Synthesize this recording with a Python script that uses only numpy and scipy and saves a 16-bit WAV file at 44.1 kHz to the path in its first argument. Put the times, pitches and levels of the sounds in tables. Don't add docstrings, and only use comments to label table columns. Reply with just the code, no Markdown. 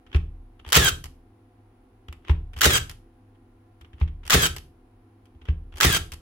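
import sys
import numpy as np
from scipy import signal
from scipy.fft import rfft, irfft
from scipy.io import wavfile

SR = 44100
rng = np.random.default_rng(int(sys.argv[2]) if len(sys.argv) > 2 else 0)


def transcribe(u):
    v = np.clip(np.atleast_2d(u).T, -1, 1)
    q = np.round(v * 32767).astype(np.int16)
    wavfile.write(sys.argv[1], SR, q)


N = 273854

# (motor start [s], level [dB], tooth rate factor [ratio])
SHOTS = [(0.721, 1.18, 0.99), (2.608, 0, 0.99), (4.297, -0.44, 0.98), (5.8017, -1.46, 0.99)]
# (time after motor start [s], level [dB], t60 [s], treble lift [dB])
METAL_BLOWS = [(.001, -13, 0.023, 0.5), (.0073, -6, .026, -1.5), (.036, -16, .022, 0),
               (.046, -7.5, 0.025, 4.5), (0.0486, -9, .02, -5), (.124, -17, .035, 19), (.146, -23, .03, 12),
               (.164, -19, .0284, 6), (.171, -19.5, 0.03, 2)]
# (frequency [Hz], level [dB])
STEEL_SPECTRUM = [(200, -22.5), (330, -14.5), (600, -16), (900, -16.5), (1300, 3.5), (1700, 6.5),
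                  (2300, -10.5), (3100, 1), (4500, -4.5), (6400, -5), (8800, -12.5), (12000, -7.5),
                  (16000, -14)]
FIRE_S = .0468


def stapler():
    out = np.zeros((2, N))
    for s, db, speed in SHOTS:
        add(out, s, amp(db) * motor(speed))
        add(out, s + FIRE_S, amp(db - 5) * driver_crack(width_s=.0005))
        for after, blow_db, t60, lift_db in METAL_BLOWS:
            colour = [(hz, level + lift_db * np.log2(1 + hz / 7000)) for hz, level in STEEL_SPECTRUM]
            add(out, s + after, amp(db + blow_db) * burst(colour, t60, rise_s=.0007))
    return out


def driver_crack(width_s, size=600):
    u = np.arange(size) / SR / width_s
    return -(1 - u) * np.exp(-u) * (1 - np.exp(-6 * u))


# (multiple of the tooth rate [ratio], level [dB])
WHINE_PARTIALS = [(1, -2.5), (2, -4.5), (2.4, -11.5), (3, -13.5), (4, -11), (5, -10), (6, -13.5), (7, -22)]


def gear_whine(teeth):
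    size = len(teeth)
    whine = np.zeros((2, size))
    for microphone in whine:
        for k, db in WHINE_PARTIALS:
            flutter = 1 + .6 * (wander(110, size) + 1j * wander(110, size))
            microphone += amp(db) * (flutter * np.exp(2j * np.pi * (k * teeth + rng.random()))).real
    return unit(whine)


# (frequency [Hz], level [dB])
GEAR_SPECTRUM = [(350, -26), (650, -6.5), (900, -9), (1250, 1), (1750, -6), (2200, 0), (3000, -1),
                 (3800, -4), (4400, -7), (7200, -6), (8600, -14), (10000, -16), (12000, -16), (16000, -13)]
CASING_SPECTRUM = [(60, -22.5), (120, 11.5), (170, 2), (240, -7), (380, 3), (500, 0), (650, -7.5),
                   (900, -14), (1500, -39.5)]
START_HZ, TOP_HZ, LOADED_HZ = 319.9, 1986.4, 1500
TOP_S, COCK_S, COAST_S, BRAKE_S = .056, .12, .161, .17
SAG_S, COAST_HZ_PER_S, COAST_DB_PER_S, BRAKE_DB_PER_S = .059, 15000, 450, 1098


def motor(speed, size=9000):
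    t = np.arange(size) / SR
    coasting, braking = np.maximum(t - COAST_S, 0), np.maximum(t - BRAKE_S, 0)
    racing_hz = START_HZ + (TOP_HZ - START_HZ) * t / TOP_S
    sagging_hz = LOADED_HZ + (TOP_HZ - LOADED_HZ) * np.exp(-np.maximum(t - TOP_S, 0) / SAG_S)
    hz = np.maximum(np.minimum(racing_hz, sagging_hz) - COAST_HZ_PER_S * coasting, 1)
    drive = hz / TOP_HZ * amp(-BRAKE_DB_PER_S * braking)
    teeth = np.cumsum(hz * speed * (1 + .006 * wander(300, size))) / SR

    strain = np.minimum(t / .023, 1) * np.exp(-np.maximum(t - FIRE_S, 0) / .01)
    cocking = np.clip((t - COCK_S) / .017, 0, 1)
    shake = np.exp(-((t - FIRE_S - .0075) / .0087) ** 2)
    whine_db = -24.5 + 5.5 * cocking - COAST_DB_PER_S * coasting
    gears_db = -23.5 + 12 * strain + 2 * cocking
    casing_db = -29.5 + 16 * shake

    whine = amp(whine_db) * gear_whine(teeth)
    meshing = 1 + .4 * np.cos(2 * np.pi * teeth)
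    clatter = unit(amp(3 * wander(400, size)) * meshing)
    rumble = drive * flicker(3.4, 120, size)
    gears = amp(gears_db) * clatter * noise(GEAR_SPECTRUM, size)
    casing = amp(casing_db) * rumble * noise(CASING_SPECTRUM, size)
    return drive * (whine + gears + casing)


# (frequency [Hz], gain at resonance [dB])
STEEL_MODES = [(1073, -10.5), (1320, 0), (1720, -7), (1959, -6.5), (2502, -9.5), (2656, -4), (2907, -5.5),
               (3150, -0.5), (3230, -2), (3298, -6), (3748, -3), (4740, -4.5), (6290, -2), (7830, 1.5),
               (7890, 1.5), (7960, 1), (9380, 2.5)]


def steel_ring(x, t60=.21):
    radius = np.exp(-np.log(1000) / (t60 * SR))
    out = np.zeros_like(x)
    for hz, db in STEEL_MODES:
        pole = radius * np.exp(2j * np.pi * hz / SR)
        out += 2 * amp(db) * signal.lfilter([1 - radius], [1, -pole], x + 1e-12).real
    return out


# (time [s], knock [dB], thud [dB], scrape [dB], tip's lead [s], tip's tick [dB])
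NOSE_LANDINGS = [(0.1459, -21.5, -7, -43.5, .018, -57), (2.2952, -21.5, -6, -41, .014, -50.5),
                 (4.0128, -29, -9, -49, .014, -52), (5.4856, -29.5, -10.5, -50, 0.033, -60)]
# (time [s], knock [dB], tick [dB], thud [dB])
AIMING_TAPS = [(0.064, -46.5, -77, -50.5), (0.594, -43, -62, -47), (2.083, -41, -57.5, -28.5),
               (2.125, -42, -48.5, -59.5), (2.246, -44, -72, -59.5), (3.348, -61, -89, -67),
               (3.81, -43.5, -52, -39.5), (3.845, -46.5, -88, -59), (3.931, -46, -70, -36),
               (4.076, -40.5, -79.5, -54.5), (5.255, -52, -57.5, -60.5), (5.348, -62, -85, -40.5),
               (5.414, -45.5, -78, -41)]
# (frequency [Hz], level [dB])
BOARD_SPECTRUM = [(100, -15), (220, -1.5), (380, 8), (550, -7.5), (850, -1), (1400, -4.5), (2600, -3),
                  (3300, -11), (4500, -20.5), (9000, -41)]


def handling():
    out = np.zeros((2, N))
    for s, knock_db, _, scrape_db, lead_s, tip_db in NOSE_LANDINGS:
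        grate = nose_scrape(fade_s=.017)
        add(out, s - grate.shape[1] / SR / 2, amp(scrape_db) * grate)
        add(out, s, amp(knock_db) * burst(BOARD_SPECTRUM, t60=.035, rise_s=.0005))
        add(out, s - lead_s, click(knock_db - 13.5, tip_db))
        add(out, s + .013, click(knock_db - 10, knock_db - 25))
    for s, knock_db, tick_db, _ in AIMING_TAPS:
        add(out, s, click(knock_db, tick_db))
    return out


def nose_scrape(fade_s, size=9000):
    t = np.arange(size) / SR
    swell = np.exp(-abs(t - t[-1] / 2) / fade_s) * signal.windows.tukey(size)
    return swell * flicker(5.5, 250, size) * noise(PLASTIC_SPECTRUM, size)


# (time [s], knock [dB], tick [dB])
TRIGGER_GRIPS = [(.646, -42.5, -66.5), (2.533, -40.5, -52.5), (4.233, -44, -66), (5.722, -43.5, -65.5)]
# (time [s], knock [dB], thud [dB])
TRIGGER_PRESSES = [(.663, -39.5, -30.5), (2.563, -36.5, -27), (4.253, -53.5, -36.5), (5.738, -46, -33)]
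TRIGGER_RELEASES = [(1.039, -33, -30.5), (2.895, -33.5, -39), (4.563, -34, -31), (6.119, -31.5, -30)]


def trigger(switch_lead_s=.0205, step_s=.0122, rebound_s=.016):
    out = np.zeros((2, N))
    for s, knock_db, tick_db in TRIGGER_GRIPS:
        add(out, s, click(knock_db, tick_db))
    for s, knock_db, _ in TRIGGER_PRESSES:
        add(out, s, click(knock_db, knock_db - 16))
    for s, _, _ in SHOTS:
        for k in range(3):
            add(out, s - switch_lead_s - k * step_s, click(-33.5 - 3 * k, -34.5 - 6 * k))
    for s, db, _ in TRIGGER_RELEASES:
        add(out, s, click(db, db + .5))
        add(out, s + rebound_s, amp(-5) * click(db, db + .5))
    return out


# (frequency [Hz], level [dB])
PLASTIC_SPECTRUM = [(150, -12), (400, 2), (600, -10), (850, -0.5), (1400, -2), (2000, -1), (2500, -2.5),
                    (3200, 1.5), (4200, -17.5), (6000, -20), (10000, -38)]
SPRING_SPECTRUM = [(2500, -29.5), (4500, 4), (7000, -1), (9000, -1), (13000, -3.5), (16000, -17)]


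def click(knock_db, tick_db):
    knock = burst(PLASTIC_SPECTRUM, t60=.045, rise_s=.0018)
    tick = burst(SPRING_SPECTRUM, t60=.034, rise_s=.0013)
    chatter = flicker(3.8, 350, knock.shape[1])
    return chatter * (amp(knock_db) * knock + amp(tick_db) * tick)


# (time after motor start [s], level [dB], cut-off [Hz])
SHOT_KICKS = [(.041, -25, 417), (.056, -12.5, 241), (.075, -27, 403), (0.109, -33, 300), (.155, -37.5, 396),
              (0.195, -24, 110)]


def bench():
    out, push = np.zeros((2, N)), thud(cut_hz=115)
    for s, _, db, *_ in NOSE_LANDINGS:
        add(out, s, amp(db) * push)
    for s, *_, db in AIMING_TAPS + TRIGGER_PRESSES + TRIGGER_RELEASES:
        add(out, s, amp(db) * push)
    for s, _, _ in SHOTS:
        for after, kick_db, cut_hz in SHOT_KICKS:
            add(out, s + after, amp(kick_db) * thud(cut_hz))
    return out


# (frequency [Hz], level [dB], t60 [s])
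BENCH_MODES = [(34.5, -22, 1), (58, -2.5, 0.14), (78.6, -1, 0.23), (132, -15.5, 0.22), (160.5, -15.5, 0.39),
               (217, -12, .12), (297, -11, 0.3), (374, -10, .24), (490, -15.5, 0.24)]


def thud(cut_hz):
    t = np.arange(SR) / SR
    ring = np.zeros(SR)
    for k, (hz, db, t60) in enumerate(BENCH_MODES):
        excitation = (-1) ** k / np.hypot(1, (hz / cut_hz) ** 3)
        ring += excitation * amp(db - 60 * t / t60) * np.sin(2 * np.pi * hz * t)
    return -ring * (1 - np.exp(-t * cut_hz * 4))


# (frequency [Hz], level [dB])
REFLECTION_SPECTRUM = [(40, 1.5), (300, 1.5), (3000, -2.5), (8000, -3), (16000, -5)]
# (frequency [Hz], t60 [s])
ROOM_DECAY = [(100, 0.6), (400, 0.33), (1500, 0.25), (4000, 0.29), (8000, 0.25), (11000, 0.37),
              (15000, .19)]


def workshop(x, size=30000):
    hz, t, bands = signal.stft(noise(REFLECTION_SPECTRUM, size), SR, nperseg=256)
    decay = amp(-60 * t / read(ROOM_DECAY, hz)[:, None])
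    tail = signal.istft(bands * decay, SR, nperseg=256)[1]
    tail *= 1 - np.exp(-(np.arange(tail.shape[1]) / SR / .005) ** 2)
    return signal.fftconvolve(x, tail / np.linalg.norm(tail[0]), axes=1)[:, :N]


# (frequency [Hz], level [dB])
STEADY_TONES = [(102.3, -61.5), (199, -79), (247.6, -68.5), (262, -69), (333.8, -67), (376.8, -75),
                (412, -87.5), (502, -75.5), (721.4, -76.5), (807.5, -82.5), (1023, -83), (1114, -88),
                (1384, -87.5)]
AIR_SPECTRUM = [(15, -33), (34, 4), (55, -9.5), (90, -6), (108, -2.5), (128, -25), (175, -20), (255, -9),
                (350, -14), (490, -20), (560, -27.5), (730, -17.5), (1050, -25.5), (2500, -35),
                (8000, -52.5)]
HISS_SPECTRUM = [(3000, -18), (6000, -15.5), (9000, -15), (9900, 4.5), (10300, -4), (11200, -12),
                 (16000, -15)]


def background():
    t = np.arange(N) / SR
    hum = np.zeros(N)
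    for hz, db in STEADY_TONES:
        peak = np.sqrt(2) * amp(db + 1.3 * wander(3, N))
        hum += peak * np.sin(2 * np.pi * hz * t + .28 * wander(2.7, N))
    return hum + amp(-58.5) * noise(AIR_SPECTRUM, N) + amp(-83.5) * noise(HISS_SPECTRUM, N)


# (frequency [Hz], correlation [0 to 1])
MIC_CORRELATION = [(30, 1), (120, 1), (300, .97), (420, .75), (560, .15), (1000, .12), (3000, .02),
                   (16000, 0)]


def noise(spectrum, size):
    hz = np.fft.rfftfreq(size, 1 / SR)
    mid, side = rfft(rng.standard_normal((2, size)))
    same = read(MIC_CORRELATION, hz)
    mid, side = mid * np.sqrt(1 + same), side * np.sqrt(1 - same)
    return unit(irfft(np.array([mid + side, mid - side]) * amp(read(spectrum, hz)), size))


def burst(spectrum, t60, rise_s, size=6000):
    t = np.arange(size) / SR
    return noise(spectrum, size) * (1 - np.exp(-t / rise_s)) * amp(-60 * t / t60)


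def wander(rate_hz, size):
    hz = np.fft.rfftfreq(size, 1 / SR)
    return unit(irfft(rfft(rng.standard_normal(size)) / (1 + (hz / rate_hz) ** 4), size))


def flicker(depth_db, rate_hz, size):
    return unit(amp(depth_db * wander(rate_hz, size)))


def amp(db):
    return 10 ** (np.asarray(db) / 20)


def unit(x):
    return x / np.sqrt(np.mean(x ** 2) + 1e-20)


def read(points, hz):
    f, value = np.transpose(points)
    return np.interp(np.log(hz + 1), np.log(f + 1), value)


def add(mix, s, sound):
    part = mix[:, max(round(s * SR), 0):][:, :sound.shape[-1]]
    part += sound[..., :part.shape[1]]


def scene():
    shots, clicks, thuds = stapler(), trigger() + handling(), bench()
    tool = shots + clicks + steel_ring(shots + amp(-8) * clicks)
    room = workshop(amp(-13) * shots + amp(-12) * clicks + amp(-20.5) * thuds)
    thuds[1] = np.roll(thuds[1], shift=9)
    return tool + thuds + room + background()


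def record(dry):
    lowpass = signal.firwin(401, 16000, window=("kaiser", 8), fs=SR)
    return signal.oaconvolve(np.clip(dry, -1, 1), lowpass[None], "same", axes=1)


dry = scene()
out = record(dry)
transcribe(out)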